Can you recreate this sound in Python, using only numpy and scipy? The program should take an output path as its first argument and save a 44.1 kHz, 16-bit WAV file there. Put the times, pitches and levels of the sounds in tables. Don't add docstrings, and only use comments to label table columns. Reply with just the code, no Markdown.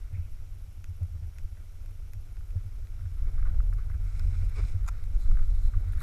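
import sys
import numpy as np
from scipy import signal
from scipy.fft import rfft, irfft, next_fast_len
from scipy.io import wavfile
from scipy.ndimage import uniform_filter1d

SR = 44100
rng = np.random.default_rng(int(sys.argv[2]) if len(sys.argv) > 2 else 0)


def file_out(sig):
    cols = np.atleast_2d(sig).T
    lim = np.clip(cols, -1, 1)
    pcm = np.round(lim * 32767).astype(np.int16)
    wavfile.write(sys.argv[1], SR, pcm)


N = 265790
TIME = np.arange(N) / SR

# time_s, level_db
WIND_FORCE = [(0, -44), (0.3, -34.5), (0.7, -41.5), (1.1, -40.5), (1.5, -39), (1.72, -37.5), (2.3, -37),
              (2.7, -34), (3.1, -36), (3.27, -23), (3.62, -23), (3.85, -26.5), (4.3, -26), (4.65, -27.5),
              (5.03, -29.5), (5.3, -18), (5.5, -21.5), (5.88, -28)]
# time_s, boost_db
WIND_SHOVES = [(0.04, 13), (0.332, 10), (0.87, 8.5), (1.442, 13), (1.89, 4), (2.4, 6.5), (2.81, 0),
               (3.23, 3), (3.6, 3.5), (3.957, 7), (4.258, 3.5), (4.442, 5), (4.63, 4.5), (4.84, 5),
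               (5.18, 2), (5.293, 6), (5.661, 7.5), (5.767, 7)]
# time_s, width_s, depth_db
WIND_LULLS = [(1.69, 0.044, -5.5), (1.97, 0.011, -6), (2.12, 0.0057, -13), (2.35, 0.005, -9),
              (2.702, 0.008, -14), (3.32, 0.018, -8), (3.81, 0.026, -4.5), (3.9, 0.011, -7.5),
              (3.995, 0.009, -3), (4.118, 0.014, -11.5), (4.51, 0.029, -5.5), (5.0, .05, -0.5),
              (5.225, .008, -9), (5.46, 0.016, -2), (5.71, 0.0067, -4)]
# time_s, width_s, level_db
WIND_GUSTS = [(0.18, 0.021, -33.5), (1.14, 0.42, -42.5), (3.05, 0.064, -41.5), (3.52, 0.35, -37.5),
              (4.33, 0.24, -32), (4.66, 0.23, -43), (5.96, 0.18, -32.5)]
# pitch_hz, level_db
BUFFET_TONE = [(9, -10), (16, 2.5), (26, -0.5), (38, -0.5), (55, -9), (75, -24), (120, -45.5), (200, -67.5)]
BOOM_TONE = [(45, -7.5), (65, -2.5), (80, -0.5), (92, 3), (102, -7), (122, -20.5), (150, -25), (200, -36),
             (320, -63)]
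RUSH_TONE = [(90, -5), (160, 4.5), (200, 3.5), (260, 2), (400, -2.5), (600, -4.5), (850, -8), (1100, -16.5),
             (1500, -21.5), (4000, -42)]
PUFF_TONE = [(130, 16), (200, -2), (290, -6), (450, -7), (620, -6), (900, -18), (1500, -23)]
# time_s, level_db
BOARD_PRESSURE = [(0, -71.5), (0.8, -76), (1.6, -72), (2.2, -74.5), (2.5, -70.5), (3.2, -68), (3.45, -64.5),
                  (3.66, -69), (4.08, -66.5), (4.2, -63.5), (4.8, -65), (4.94, -62.5), (5.1, -65.5),
                  (5.33, -62.5), (5.6, -66.5), (5.86, -63.5), (6.02, -60.5)]
# start_s, hold_s, level_db, extra_treble_db
EDGE_BITES = [(4.052, 0.11, -69, -1), (4.17, 0.14, -67.5, 0), (4.35, 0.12, -65, -3.5),
              (4.561, 0.033, -56, -5), (4.638, 0.071, -63, -1)]
# time_s, width_s, level_db
SNOW_HEAPS = [(3.285, 0.014, -57.5), (3.789, 0.012, -56), (4.591, 0.022, -44.5), (5.313, 0.004, -55)]
# time_s, width_s, level_db
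POWDER_SHOWERS = [(5.23, 0.042, -66.5), (5.47, 0.26, -71), (5.65, 0.041, -66.5), (6.02, 0.028, -67)]
# pitch_hz, level_db
CRUNCH_TONE = [(400, -7), (800, -9.5), (1030, -6), (1200, 0.5), (1380, 4), (1550, 0.5), (1720, -6),
               (2000, -3.5), (2250, -3.5), (2550, -17), (2950, -25), (3800, -12)]
HEAP_TONE = [(120, 23), (250, 7.5), (400, 14.5), (800, 0.5), (1250, 10), (1700, -2), (2250, 5.5),
             (3000, -14), (5200, -8), (9000, -42), (15000, -40)]
# pitch_hz, width_hz, level_db
SPRAY_RINGS = [(2245, 430, 9.5), (3600, 490, -2.5), (4045, 350, 0.5), (5230, 930, 1.5), (6700, 510, -1.5),
               (7550, 840, -1.5), (8880, 1500, -3.5), (10870, 450, -4.5)]
POWDER_RINGS = [(3560, 150, 0), (4070, 350, 1.5), (4730, 220, -4), (5450, 430, -6), (6630, 460, -4),
                (7550, 970, -5.5), (9400, 2800, -11), (11000, 800, -10), (12400, 1600, -9)]
# pitch_hz, level_db
HISS_TONE = [(180, -24), (300, 0), (348, 2), (1050, -6.5), (1420, -11), (1730, -8), (2250, -12), (2740, -4),
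             (4350, -9.5), (5480, -5.5), (7020, -9), (10100, -11), (11100, -11), (14500, -9), (15500, -36)]
# pitch_hz, width_hz, level_db
HISS_BANDS = [(1320, 540, -80.5), (2280, 530, -83.5), (5640, 270, -83), (11140, 460, -77)]
# start_s, hold_s, level_db
WHINE_SPELLS = [(0.02, .15, -84), (0.85, .15, -87), (1.12, 0.28, -82)]
# time_s, level_db, pitch_hz
CASE_THUMPS = [(0.037, -33.5, 39), (0.138, -25, 94.4), (0.192, -24.5, 86), (0.318, -38, 86.5),
               (0.904, -30, 86), (1.026, -21, 87.4), (1.154, -29, 86), (1.222, -58, 181),
               (1.234, -25.5, 87), (2.03, -34, 84.7), (2.164, -33, 98), (2.567, -19, 88.4),
               (2.659, -29.5, 92), (3.056, -26, 89.6), (3.512, -40, 159), (3.61, -28.5, 91),
               (3.62, -38, 47), (3.771, -30.5, 93), (3.908, -26.5, 85), (4.26, -21, 49), (4.447, -18, 44),
               (4.644, -38.5, 170), (4.753, -21, 91), (5.304, -21.5, 35.7), (5.331, -37.5, 166),
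               (5.519, -24.5, 85), (5.767, -26, 89)]
# time_s, pitch_hz, level_db
BOOT_RUB = [(0.07, 1950, -93), (0.12, 2020, -78), (0.15, 2200, -60.5), (0.2, 2390, -74),
            (0.26, 2460, -71.5), (0.31, 2550, -100)]
# start_s, level_db, tilt_db_per_decade, spot_pitch_hz, spot_level_db
GRAIN_HITS = [(0.8425, -44, -14, 6500, -49), (1.032, -51.5, -4, 11200, -60),
              (1.3849, -42.5, -13, 6800, -56), (1.8604, -49.5, -7, 1700, -65),
              (2.1346, -44, -4, 13100, -47), (2.369, -51, -16, 1310, -58), (2.409, -59, -16, 1400, -55),
              (2.506, -53, -11, 2340, -61), (2.871, -52, -18, 4060, -58), (3.7365, -51.5, 3, 5200, -51),
              (4.1954, -41, -12, 5260, -43), (4.651, -56, -10, 4040, -48)]
# pitch_hz, level_db, ring_s
CASE_NOTES = [(1430, -7.5, 0.011), (1950, -5.5, 0.0095), (2530, -5, 0.011), (3420, -10, 0.0072),
              (4740, -7, 0.0051), (5380, -7, 0.0076), (6760, 2.5, 0.002), (10170, -1.5, 0.0056),
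              (11700, -7, 0.0092), (14100, 1, 0.0027)]
# start_s, level_db, length_s, pitch_hz
MOUNT_CREAKS = [(1.57, -55.5, 0.016, 1630), (3.055, -54, .014, 1410), (3.379, -45.5, .009, 1310),
                (3.39, -50, 0.019, 1370), (3.426, -45, .005, 1380), (3.453, -43.5, 0.018, 1240),
                (3.471, -43, 0.0077, 1260), (3.498, -49.5, 0.011, 1330), (3.603, -41, 0.0043, 1270),
                (3.727, -42, 0.003, 1320), (3.734, -47.5, 0.0042, 1360), (3.786, -48, 0.0084, 1210),
                (3.799, -52.5, .03, 1340), (3.899, -45, 0.0043, 1240), (3.914, -52, .008, 1690),
                (3.941, -50, 0.015, 1390), (4.201, -46, 0.0032, 1300), (4.6385, -45.5, 0.006, 1280),
                (4.918, -57, 0.05, 1500), (5.313, -41, 0.0059, 1230), (5.371, -41, 0.0057, 1350),
                (5.3905, -42.5, 0.0057, 1270), (5.736, -44.5, 0.013, 1280), (5.933, -45, 0.0033, 1460),
                (5.982, -49, 0.0062, 1450), (6.009, -42, 0.015, 1290), (6.011, -45, .025, 1330)]
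# pitch_multiple, width_hz, level_db
CREAK_RINGS = [(.95, 270, 4), (1.18, 250, 1.5), (1.6, 330, -5)]
# time_s, width_s, level_db
CLOD_BURSTS = [(2.307, .008, -76), (4.496, .004, -59), (5.04, 0.0015, -56), (5.886, .004, -60),
               (5.924, .003, -59), (5.9355, 0.0029, -57), (5.9765, 0.0025, -56.5), (5.995, .01, -60),
               (6.0058, 0.0011, -48.5), (6.02, 0.0079, -51)]
# pitch_hz, level_db
CLOD_TONE = [(1200, 5), (2200, 9), (2900, -14), (3800, 8), (4800, -9), (7500, -7), (9000, 1), (10000, -5),
             (11000, 1), (13500, -5), (15000, -10)]
# start_s, level_db
MOUNT_CLACKS = [(4.863, -45), (4.8742, -46), (4.8768, -39.5), (4.8805, -33.5), (4.8863, -29.5),
                (4.8872, -37), (4.8912, -39)]
# pitch_hz, level_db, ring_s
MOUNT_NOTES = [(720, -17, 0.022), (910, -1, 0.02), (990, 1.5, 0.013), (1350, -2.5, 0.026),
               (1570, -6.5, 0.011), (1920, -12.5, 0.014), (2470, -7, 0.0056), (3640, -18, 0.012),
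               (4800, -15.5, 0.016), (5300, -14, 0.01), (6900, -2, 0.0075), (8010, -15, 0.0093),
               (9500, -12, 0.0055), (11040, -10, 0.0045), (12400, -9, 0.0015)]


def from_db(db):
    return 10 ** (np.asarray(db) / 20)


def unit_level(x):
    return x / np.sqrt(np.mean(x ** 2) + 1e-20)


def in_time(rows):
    times, *columns = np.transpose(rows)
    return [np.interp(TIME, times, column) for column in columns]


def swells(rows):
    return sum(from_db(db) / (1 + ((TIME - s) / width) ** 2 / 2) ** 2 for s, width, db in rows)


def held(start_s, hold_s, rise_s, fall_s):
    return np.exp(np.minimum(TIME - start_s, 0) / rise_s - np.maximum(TIME - start_s - hold_s, 0) / fall_s)


def crest(u):
    return (1 - u * u) * np.exp(-u * u / 2)


def drift(per_s):
    step, warm_up = 40, 2000
    r = np.exp(-2 * np.pi * step * per_s / SR)
    slow = signal.lfilter([1], [1, -2 * r, r * r], rng.standard_normal(N // step + warm_up + 2))[warm_up:]
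    return np.interp(np.arange(N) / step, np.arange(len(slow)), unit_level(slow))


def shaped(x, tone):
    hz, db = np.transpose(tone)
    size = next_fast_len(N)
    all_hz = np.maximum(np.arange(size // 2 + 1) * SR / size, 1)
    roll_off = (np.minimum(all_hz / hz[0], 1) * np.minimum(hz[-1] / all_hz, 1)) ** 4
    gain = from_db(np.interp(np.log(all_hz), np.log(hz), db)) * roll_off
    return unit_level(irfft(rfft(x, size) * gain, size)[:N])


def noise(tone):
    return shaped(rng.standard_normal(N), tone)


def evened(x, span_s):
    power = np.abs(signal.hilbert(x, next_fast_len(N))[:N]) ** 2 / 2
    width = max(int(span_s * SR), 1)
    smooth_power = uniform_filter1d(uniform_filter1d(power, width), width)
    return unit_level(x / np.sqrt(smooth_power + 1e-9))


def resonate(x, hz, width_hz):
    r, angle = np.exp(-np.pi * width_hz / SR), 2 * np.pi * hz / SR
    feed = np.array([1, 0, -1]) * (1 - r * r) / 2
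    return signal.lfilter(feed, [1, -2 * r * np.cos(angle), r * r], x + 1e-18)


def body(x, rings):
    return sum((-1) ** k * from_db(db) * resonate(resonate(x, hz, 0.92 * width), hz, 2 * width)
               for k, (hz, width, db) in enumerate(rings))


def strike(times, levels_db, hz, ring_s):
    blows = np.full(N, 1e-18)
    blows[(times * SR).astype(int)] = from_db(levels_db + 1.5 * rng.standard_normal(len(times)))
    r, angle = from_db(-60 / (ring_s * SR)), 2 * np.pi * hz / SR
    return signal.lfilter([0, np.sin(angle)], [1, -2 * r * np.cos(angle), r * r], blows)


def grains(per_s, spread_db):
    sizes = from_db(spread_db * np.minimum(rng.exponential(1, N), 4)) * rng.choice([-1, 1], N)
    return sizes * (rng.random(N) < per_s / SR)


def wind(boom_db=-42.5, rush_db=-65, gust_rush_db=-35.5, shove_s=0.024, puff_s=0.015, lead_s=0.0076):
    wind_db, = in_time(WIND_FORCE)
    extra_db = wind_db + 32
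    flutter_db = 0.8 * drift(per_s=19)
    shove_db = sum(db * crest((TIME - s) / shove_s) for s, db in WIND_SHOVES) + flutter_db
    lull_db = sum(db * np.exp(-((TIME - s) / width) ** 2 / 2) for s, width, db in WIND_LULLS)
    gusts = swells(WIND_GUSTS)
    buffet = evened(noise(BUFFET_TONE), span_s=0.1)
    boom = evened(noise(BOOM_TONE), span_s=0.099)
    boom *= np.hypot(from_db(boom_db + 0.5 * extra_db), gusts)
    rush = unit_level(noise(RUSH_TONE) * from_db(2.1 * buffet + 2.0 * drift(per_s=22)))
    rush *= np.hypot(from_db(rush_db + 0.39 * (extra_db + lull_db)), from_db(gust_rush_db) * gusts)
    puffs = swells([(s - lead_s, puff_s, db - 30) for s, db, _ in CASE_THUMPS]) * noise(PUFF_TONE)
    return from_db(lull_db) * (from_db(wind_db + shove_db) * buffet + boom) + rush + puffs


def board(glide_db=-74, treble_hz=6000):
    crunch_db, = in_time(BOARD_PRESSURE)
    crunch = shaped(grains(per_s=3000, spread_db=3.0) * from_db(2.0 * drift(per_s=22)), CRUNCH_TONE)
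    clumps = from_db(1.1 * drift(per_s=45))
    spray = unit_level(body(grains(per_s=18000, spread_db=4.0) * clumps, SPRAY_RINGS))
    powder = unit_level(body(grains(per_s=10000, spread_db=3.5) * clumps, POWDER_RINGS))
    heap = shaped(grains(per_s=6000, spread_db=2.0), HEAP_TONE)
    glide = from_db(glide_db + 0.36 * (crunch_db - crunch_db.mean()))
    treble = signal.sosfiltfilt(signal.butter(2, treble_hz, "high", fs=SR, output="sos"), spray)
    low_bite, high_bite = sum(from_db([[db], [db + treble_db]]) * held(s, hold, rise_s=0.017, fall_s=0.043)
                              for s, hold, db, treble_db in EDGE_BITES)
    edge = np.hypot(glide, low_bite) * (spray - treble) + np.hypot(glide, high_bite) * treble
    return from_db(crunch_db) * crunch + edge + swells(POWDER_SHOWERS) * powder + swells(SNOW_HEAPS) * heap


def hiss(level_db=-69.5, flicker_db=4.0):
    white = rng.standard_normal(N)
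    bands = sum(from_db(db) * unit_level(resonate(white, hz, width) * from_db(flicker_db * drift(60)))
                for hz, width, db in HISS_BANDS)
    return from_db(level_db) * noise(HISS_TONE) + bands


def whine(pitch_hz=5636, wander_hz=4, fade_s=0.04):
    phase = 2 * np.pi * np.cumsum(pitch_hz + wander_hz * drift(per_s=9)) / SR
    level = sum(from_db(db) * held(s, hold, fade_s, fade_s) for s, hold, db in WHINE_SPELLS)
    return level * (np.sin(phase) + from_db(-9) * np.sin(1.5 * phase) + from_db(-10) * np.sin(2 * phase))


def case_thumps(rise_cycles=0.7, fall_cycles=1.42, trim_db=-2):
    out = np.zeros(N)
    for s, db, hz in CASE_THUMPS:
        cycles = hz * (TIME - s)
        width = np.where(cycles < 0, rise_cycles, fall_cycles)
        out += from_db(db + trim_db) * np.exp(-(cycles / width) ** 2 / 2) * np.cos(2 * np.pi * cycles)
    return out


def boot_squeak(width_hz=520):
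    hz, db = in_time(BOOT_RUB)
    rub = signal.sosfilt(signal.butter(2, width_hz / 2, fs=SR, output="sos"), rng.standard_normal((2, N)))
    phase = 2 * np.pi * np.cumsum(hz) / SR
    return from_db(db) * unit_level(rub[0] * np.cos(phase) + rub[1] * np.sin(phase))


def snow_ticks(trim_db=-3, spot_ring_s=0.0074):
    times, db, tilt_db = np.transpose(GRAIN_HITS)[:3]
    shell = sum((-1) ** k * strike(times, db + trim_db + note_db + tilt_db * np.log10(hz / 4000), hz, ring)
                for k, (hz, note_db, ring) in enumerate(CASE_NOTES))
    spots = sum(strike(np.array([s]), spot_db, hz, spot_ring_s) for s, _, _, hz, spot_db in GRAIN_HITS)
    return shell + spots


def mount_creaks(gap_s=0.0052, fade_db=9, grit_db=-26, slip_count=14):
    out, t = np.zeros(N + SR), TIME[:SR // 8]
    for s, db, length_s, hz in MOUNT_CREAKS:
        gaps = gap_s * (.5 + rng.random(slip_count))
        slip_times = np.minimum(np.cumsum(gaps) - gaps[0], t[-1])
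        rub = from_db(grit_db) * rng.standard_normal(len(t))
        rub[(slip_times * SR).astype(int)] += from_db(0.53 * rng.standard_normal(slip_count))
        rub *= from_db(-fade_db * (t / length_s) ** 2)
        creak = body(rub, [(hz * multiple, width, ring_db) for multiple, width, ring_db in CREAK_RINGS])
        start = int(s * SR)
        out[start:start + len(t)] += from_db(db) * creak / np.abs(creak).max()
    return out[:N]


def snow_clods():
    return swells(CLOD_BURSTS) * shaped(grains(per_s=9000, spread_db=3.0), CLOD_TONE)


def mount_clacks(trim_db=-4.5, slip_db=-11, slip_s=.005, slip_count=9):
    knock_times, knock_db = np.transpose(MOUNT_CLACKS)
    slip_times = knock_times[:, None] + slip_s * rng.uniform(-.25, 1, (len(knock_times), slip_count))
    times = np.append(knock_times, slip_times)
    db = np.append(knock_db, np.repeat(knock_db + slip_db, slip_count))
    return sum((-1) ** k * strike(times, db + trim_db + note_db, hz, ring_s)
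               for k, (hz, note_db, ring_s) in enumerate(MOUNT_NOTES))


def scene():
    mix = wind() + board() + hiss() + whine() + case_thumps() + boot_squeak()
    mix += snow_ticks() + mount_creaks() + snow_clods() + mount_clacks()
    return mix[None, :]


def record(dry):
    cutoff_hz = 15400
    return signal.sosfilt(signal.ellip(10, .1, 90, cutoff_hz, fs=SR, output="sos"), dry)


dry = scene()
out = record(dry)
file_out(out)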